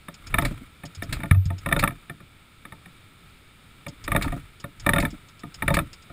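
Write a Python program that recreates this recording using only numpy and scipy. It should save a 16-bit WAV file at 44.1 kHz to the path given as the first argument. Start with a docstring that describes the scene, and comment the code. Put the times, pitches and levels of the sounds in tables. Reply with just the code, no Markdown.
"""Kick-starting a dirt bike

A rider stamps on the kick-starter of a two-stroke bike in an open field; the engine never fires.
Each stroke brings a noise rumble and gear whirr; the helmet camera's mount knocks, ringing case and shell
as decaying modes with noise cracks and thuds. Filtered noise bursts make lever clacks, metal ticks and
dull bumps. Hard jolts boom in low helmet modes, and faint outdoor air is noise that wavers in level."""
import sys
import numpy as np
from scipy import signal
from scipy.fft import irfft
from scipy.io import wavfile
from scipy.ndimage import uniform_filter1d

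SR = 44100
rng = np.random.default_rng(int(sys.argv[2]) if len(sys.argv) > 2 else 0)


def bounce(signal):
    """Save signal as a 16-bit WAV file at the path given by the first command-line argument."""
    frames = np.transpose(np.atleast_2d(signal))
    limited = np.clip(frames, -1, 1)
    pcm = np.round(limited * 32767).astype(np.int16)
    wavfile.write(sys.argv[1], SR, pcm)


N = 269892
T = np.arange(N) / SR
HIT = T[:16384]  # time axis of one short sound, in seconds

# Outdoor air. Each row: frequency in Hz, relative density in dB per Hz.
AIR_SPECTRUM = [(20, -2), (60, -2), (100, 0), (170, -5), (300, -11), (500, -18), (800, -20), (1600, -17),
                (3000, -18), (4500, -25), (7000, -30), (15000, -33)]
# Resonances and dips of the case on steady sounds. Each row: centre in Hz, width in Hz, gain in dB.
CASE_COLOUR = [(1310, 110, 9), (2300, 180, 6), (3650, 300, 6), (5950, 550, -10), (8350, 300, 8),
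               (9750, 600, 5), (12050, 950, -10), (14300, 600, 5)]
AIR_DB = -52.3  # rms before the waver

# Strokes of the kick-starter. Each row: start of full force in seconds, hold in seconds, force in dB.
KICK_STROKES = [(0.351, .13, -32), (1.13, 0.016, -32.5), (1.719, 0.11, -33), (4.118, 0.19, -33),
                (4.9, 0.13, -32), (5.68, 0.073, -32.5)]
# The force builds as the foot comes down and dies as the springs settle.
RISE_DB_PER_S, FALL_DB_PER_S = 187, 145.5
# Shudder of the bike. Each row: frequency in Hz, relative density in dB per Hz.
SHUDDER_SPECTRUM = [(15, -2.5), (36, 11.5), (55, 0.5), (85, 3.5), (130, 1.5), (200, -17), (290, -16.5),
                    (450, -25), (900, -60)]
# Turning gears. Each row: frequency in Hz, relative density in dB per Hz.
WHIRR_SPECTRUM = [(300, 5), (600, -7.5), (1300, 3.5), (2300, 1.5), (3700, -7.5), (5000, -13.5), (8300, -12),
                  (15000, -14)]

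# Knocks of the mount. Each row: time in seconds, sharp case ring in dB, dull shell ring in dB, before trims.
MOUNT_KNOCKS = [(0.0847, -32.5, -35.5), (0.3423, -15.5, -22), (0.385, -13, -18), (0.423, -25.5, -23),
                (0.4509, -26, -26), (0.836, -36.5, -33.5), (1.0227, -26.5, -29.5), (1.203, -36, -36),
                (1.2344, -29, -25), (1.257, -36, -40), (1.3114, -14.5, -39), (1.3473, -35.5, -36.5),
                (1.504, -34.5, -28), (1.6613, -23.5, -21.5), (1.6891, -26, -31), (1.7142, -29, -20.5),
                (1.726, -12.5, -24), (1.7462, -36, -30), (1.7642, -23, -18), (1.8272, -22, -17),
                (1.838, -12, -15.5), (1.8765, -18, -28), (1.9075, -36.5, -36.5), (2.0977, -31, -32.5),
                (2.204, -46.5, -46.5), (2.6529, -35.5, -47), (2.7229, -37.5, -39), (2.859, -42.5, -47.5),
                (3.8658, -32, -31), (4.079, -24, -27), (4.1185, -18, -22.5), (4.149, -25, -14),
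                (4.1628, -14, -20), (4.2127, -29, -32.5), (4.2437, -33, -23), (4.28, -32, -36),
                (4.323, -35, -23.5), (4.642, -31, -29.5), (4.8647, -16.5, -14), (4.8918, -11, -16.5),
                (4.9353, -14.5, -18), (4.9617, -21.5, -14.5), (4.9841, -17, -19.5), (5.026, -26.5, -20),
                (5.0517, -20.5, -26.5), (5.4352, -38, -31.5), (5.6231, -21, -24), (5.6799, -15, -20.5),
                (5.704, -24, -14), (5.742, -22.5, -26.5), (5.7694, -18, -15.5), (5.7901, -18.5, -22.5),
                (6.0988, -53, -38)]
# Modes of the plastic case. Each row: frequency in Hz, 60 dB decay in seconds, relative level in dB.
CASE_MODES = [(1199, 0.023, -6), (1282, 0.048, -13), (1780, 0.024, -3), (1815, 0.032, -11.5),
              (2273, 0.016, -0.5), (2590, 0.011, -11.5), (2940, 0.014, -19), (3625, 0.022, -10.5),
              (5230, 0.018, -30.5), (6880, 0.021, -34.5)]
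# Treble modes of the case. Each row: frequency in Hz, 60 dB decay in seconds, relative level in dB.
TREBLE_MODES = [(8340, 0.027, -4), (9670, 0.017, 2), (10160, 0.028, -2), (10630, 0.036, -7),
                (13250, 0.015, -17), (13820, 0.024, -5), (14270, 0.017, -2)]
# Modes of the helmet shell. Each row: frequency in Hz, 60 dB decay in seconds, relative level in dB.
SHELL_MODES = [(571, .1, 0), (630, .06, -5), (683, .09, -1), (790, .05, -7), (898, .08, -5),
               (1010, .05, -7), (1221, .06, -4), (1290, .05, -5), (1389, .06, -5), (1817, .06, -12),
               (2331, .06, -13), (2500, .05, -12), (3658, .06, -22)]
# Crack of a knock. Each row: frequency in Hz, relative density in dB per Hz.
CRACK_SPECTRUM = [(400, -4.5), (700, -1), (1000, -5), (1250, 12.5), (1520, -7), (1780, 4.5), (2100, 1.5),
                  (2450, -17), (3100, -13), (3650, -8.5), (4400, -24), (6000, -35), (8000, -26),
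                  (15000, -19)]
# High sizzle of a knock. Each row: frequency in Hz, relative density in dB per Hz.
SIZZLE_SPECTRUM = [(5000, -56.5), (7600, -43.5), (8350, -17), (9000, -0.5), (10500, 7), (11600, 1.5),
                   (13800, 12.5), (15500, -59.5)]
# Low thud of a knock. Each row: frequency in Hz, relative density in dB per Hz.
THUD_SPECTRUM = [(30, -8), (70, 2.5), (160, 11), (230, -1.5), (290, 4), (380, -9.5), (500, -14), (900, -59)]
# Crack, treble and sizzle in dB against the case level of each knock.
CRACK_DB, TREBLE_DB, SIZZLE_DB = -8.5, -11.5, -24.5
# The thud follows the shell level but grows more slowly: offset in dB, growth in dB per dB.
THUD_DB, THUD_GROWTH = -10.5, .8

# Ticks and scrapes of loose metal. Each row: time in seconds, level in dB before the trim.
METAL_TICKS = [(0.1414, -47.5), (0.27, -43), (0.4135, -45), (0.854, -44), (0.95, -45), (1.0311, -44.5),
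               (1.456, -45), (1.582, -47), (3.883, -44), (4.041, -43.5), (4.601, -48), (4.799, -44.5),
               (5.1055, -49.5), (5.286, -54.5), (5.394, -52.5), (5.5431, -41), (5.9314, -44),
               (6.023, -55.5)]
# Loose metal. Each row: frequency in Hz, relative density in dB per Hz.
METAL_SPECTRUM = [(1000, -11), (3600, -4), (4200, -9.5), (5050, 1.5), (5500, -0.5), (5950, -28),
                  (6500, -2.5), (7200, -5), (8000, -12), (10000, -18), (12000, -28), (14500, -27)]
TICK_S = 0.018  # time until the parts come to rest

# Mount rattle: touches per second at full force, spread of sizes, level against the stroke.
RATTLE_PER_S, RATTLE_SPREAD_DB, RATTLE_DB = 51, 2, -8

# Clacks of the lever at the end of its travel. Each row: time in seconds, level in dB before the trim.
LEVER_CLACKS = [(0.451, -24), (1.127, -24.5), (1.793, -20), (4.223, -25), (5.001, -24), (5.7419, -21.5)]
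# Steel lever. Each row: frequency in Hz, relative density in dB per Hz.
LEVER_SPECTRUM = [(300, -2), (900, -10), (1600, -3), (2300, 5), (3050, -11), (3700, -3.5), (5100, -10.5),
                  (5950, -25.5), (6900, -13), (9700, -11), (11200, -22), (12700, -29), (14300, -12),
                  (16000, -34)]

# Dull bumps of the helmet. Each row: time in seconds, level in dB before the trim.
HELMET_BUMPS = [(0.511, -22.5), (0.611, -31.5), (1.119, -28.5), (1.193, -28.5), (4.262, -18),
                (4.362, -26.5), (5.034, -16), (5.129, -27.5)]
# Dull bump. Each row: frequency in Hz, relative density in dB per Hz.
BUMP_SPECTRUM = [(60, -22.5), (150, 5.5), (220, 9.5), (300, 13.5), (380, -23), (600, -4), (1200, -38)]

# Jolts that boom the helmet. Each row: time in seconds, gain on the wobble in dB, push time in seconds.
HELMET_JOLTS = [(0.969, -32.5, 0.014), (1.312, -12.5, 0.0042), (1.354, -12, 0.021), (1.457, -20, 0.007),
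                (1.502, -25, 0.016)]
# Low modes of the helmet. Each row: frequency in Hz, 60 dB decay in seconds, relative level in dB.
HELMET_MODES = [(93.8, 0.23, 8), (125, 0.052, 15.5), (193, 0.053, -9)]
# Ring of a small metal part. Each row: frequency in Hz, 60 dB decay in seconds, level in dB.
PING_MODES = [(11909, .55, -53), (12091, .55, -53)]

TOP_HZ = 15400  # upper edge of the camera's sound


def undb(db):
    """Turn decibels into gain."""
    return 10 ** (np.asarray(db) / 20)


def add(out, s, sound):
    """Mix a sound in from time s, in seconds."""
    start = max(int(s * SR), 0)
    out[start:start + len(sound)] += sound[:len(out) - start]


def fade(t, t60):
    """Decay exponentially, 60 dB down after t60 seconds."""
    return np.exp(-np.log(1000) * t / t60)


def swell(t, rise):
    """Ease in from silence over about `rise` seconds."""
    return 1 - np.exp(-(t / rise) ** 2)


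def level(x, db, size):
    """Scale a sound so that its loudest stretch of `size` samples has the given rms."""
    loudest_power = uniform_filter1d(x ** 2, size, mode="constant").max()
    return x * undb(db) / np.sqrt(loudest_power)


def noise(spectrum, size, peaks=()):
    """Shape random-phase noise of rms 1 by a spectrum and optional resonances."""
    hz = np.maximum(np.fft.rfftfreq(size, 1 / SR), 1)
    point_hz, point_db = np.transpose(spectrum)
    gain_db = np.interp(np.log(hz), np.log(point_hz), point_db)
    for centre, width, db in peaks:
        gain_db = gain_db + db * np.exp(-((hz - centre) / width) ** 2)
    phase = np.exp(2j * np.pi * rng.random(len(hz)))
    x = irfft(undb(gain_db) * phase, size)
    return x / x.std()


def burst(spectrum, rise, t60):
    """Dense modes heard as coloured noise that builds up and dies away."""
    return noise(spectrum, len(HIT)) * swell(HIT, rise) * fade(HIT, t60)


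def ring(modes, scatter_db, detune):
    """Modes rung by one contact start together; each contact weights them differently."""
    hz, t60, db = np.transpose(modes)[:, :, None]
    weight, pitch, turn = rng.standard_normal((3, len(modes), 1))
    mode_hz = hz * (1 + detune * pitch)
    swing = np.cos(2 * np.pi * (mode_hz * (HIT - .0005) + 0.13 * turn))
    gain = undb(db + scatter_db * weight)
    return (gain * fade(HIT, t60) * swing).sum(0) * swell(HIT, 0.00076)


def chatter(modes, touch_db, seat_s):
    """The loose joint touches lightly, then seats with a blow that is harder on average."""
    out = undb(touch_db) * ring(modes, scatter_db=2.5, detune=0.0082)
    seat = ring(modes, scatter_db=2.0, detune=0.002)
    add(out, seat_s * rng.uniform(.75, 1.272), seat)
    return out


def air():
    """Faint outdoor air wavers a little, coloured by the resonances of the case."""
    knots = np.linspace(0, T[-1], 40)
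    waver_db = np.interp(T, knots, rng.standard_normal(len(knots)))
    return undb(AIR_DB + waver_db) * noise(AIR_SPECTRUM, N, CASE_COLOUR)


def stroke_effort():
    """Force on the bike rises, holds and falls away by the same law in every stroke."""
    effort = np.zeros(N)
    for s, hold, db in KICK_STROKES:
        early = np.maximum(s - T, 0)
        late = np.maximum(T - s - hold, 0)
        effort += undb(db - RISE_DB_PER_S * early - FALL_DB_PER_S * late)
    return effort


def shudder(effort):
    """The bike shudders on its springs in a low rumble as the engine turns over without firing."""
    rumble = noise(SHUDDER_SPECTRUM, N)
    # even out chance swells so that the weight of the stroke sets the strength
    steady = rumble / np.sqrt(uniform_filter1d(rumble ** 2, size=3000))
    return undb(4.0) * effort * steady


def whirr(effort):
    """The turning gears whirr faintly, made gritty by tiny contacts of uneven size."""
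    sizes = undb(0.71 * rng.standard_normal(N))
    contacts = (rng.random(N) < 260 / SR) * sizes  # about 260 a second
    grit = signal.lfilter([1], [1, -np.exp(-1 / (0.0063 * SR))], contacts)
    gears = noise(WHIRR_SPECTRUM, N, CASE_COLOUR) * (.5 + grit)
    return undb(-36.5) * np.sqrt(effort) * gears


def knocks():
    """Each knock rings the case at once; the helmet shell answers more slowly, duller and longer."""
    out = np.zeros(N)
    for s, case_db, shell_db in MOUNT_KNOCKS:
        case = level(chatter(CASE_MODES, touch_db=-1, seat_s=0.00194), case_db - 0.5, size=88)
        crack = level(burst(CRACK_SPECTRUM, rise=0.00026, t60=0.064), case_db + CRACK_DB, size=88)
        treble = chatter(TREBLE_MODES, touch_db=-4.0, seat_s=0.00098)
        treble = level(treble, case_db + TREBLE_DB, size=88)
        sizzle = level(burst(SIZZLE_SPECTRUM, rise=0.0035, t60=0.086), case_db + SIZZLE_DB, size=256)
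        shell = ring(SHELL_MODES, scatter_db=6, detune=0.011) * swell(HIT, 0.0047)
        shell = level(shell, shell_db - 9.0, size=512)
        thud_db = THUD_DB + THUD_GROWTH * shell_db
        thud = level(burst(THUD_SPECTRUM, rise=0.0027, t60=0.2), thud_db, size=768)
        add(out, s - .0011, case + crack + treble + sizzle + shell + thud)
    return out


def ticks():
    """Loose metal ticks and scrapes lightly, stopping as soon as the parts come to rest."""
    out = np.zeros(N)
    stop = np.exp(-(HIT / TICK_S) ** 2)
    for s, db in METAL_TICKS:
        scrape = burst(METAL_SPECTRUM, rise=0.00039, t60=0.34) * stop
        add(out, s - .001, level(scrape, db + 3.5, size=88))
    return out


def rattle(effort):
    """The shaken mount touches lightly at random, more often and harder under more force."""
    touches = rng.random(N) < RATTLE_PER_S / SR * effort / effort.max()
    sizes = effort * undb(RATTLE_SPREAD_DB * rng.standard_normal(N))
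    touch = level(burst(CRACK_SPECTRUM, rise=0.00084, t60=0.039), RATTLE_DB, size=88)
    return signal.fftconvolve(touches * sizes, touch)[:N]


def clacks():
    """The steel lever hits its stop in a brief rattle and leaves a short hiss."""
    out = np.zeros(N)
    for s, db in LEVER_CLACKS:
        clatter = burst(LEVER_SPECTRUM, rise=0.0038, t60=0.05)
        hiss = undb(-15) * burst(LEVER_SPECTRUM, rise=0.0076, t60=0.15)
        add(out, s - .003, level(clatter + hiss, db - .5, size=128))
    return out


def bumps():
    """Softer shoves reach only the low, hollow modes of the helmet, heard as dull noise bursts."""
    out = np.zeros(N)
    for s, db in HELMET_BUMPS:
        bump = burst(BUMP_SPECTRUM, rise=0.0038, t60=0.082)
        add(out, s - .002, level(bump, db - 8.5, size=512))
    return out


def boom():
    """The helmet wobbles in low notes, pushed again as the rider lands; a metal part sings faintly."""
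    out = np.zeros(N)
    t = T[:SR]
    wobble = np.zeros(SR)
    for hz, t60, db in HELMET_MODES:
        wobble -= undb(db) * fade(t, t60) * np.sin(2 * np.pi * hz * t)
    for s, db, push in HELMET_JOLTS:
        # a slow push barely stirs the modes that die quickly
        add(out, s, undb(db) * wobble * swell(t, push))
    hardest_s = max(HELMET_JOLTS, key=lambda jolt: jolt[1])[0]
    add(out, hardest_s, ring(PING_MODES, scatter_db=0, detune=0))
    return out


def scene():
    """Sum the layers dry, since open grass returns no echo."""
    effort = stroke_effort()
    steady = air() + shudder(effort) + whirr(effort)
    contacts = knocks() + ticks() + rattle(effort) + clacks()
    helmet = bumps() + boom()
    return (steady + contacts + helmet)[None]


def record(dry):
    """The camera rounds the highest peaks and cuts the top with a steep low-pass."""
    ceiling = .8
    rounded = dry / (1 + (dry / ceiling) ** 4) ** .25
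    low_pass = signal.ellip(8, .2, 70, TOP_HZ, fs=SR, output="sos")
    return signal.sosfilt(low_pass, rounded)


dry = scene()
out = record(dry)
bounce(out)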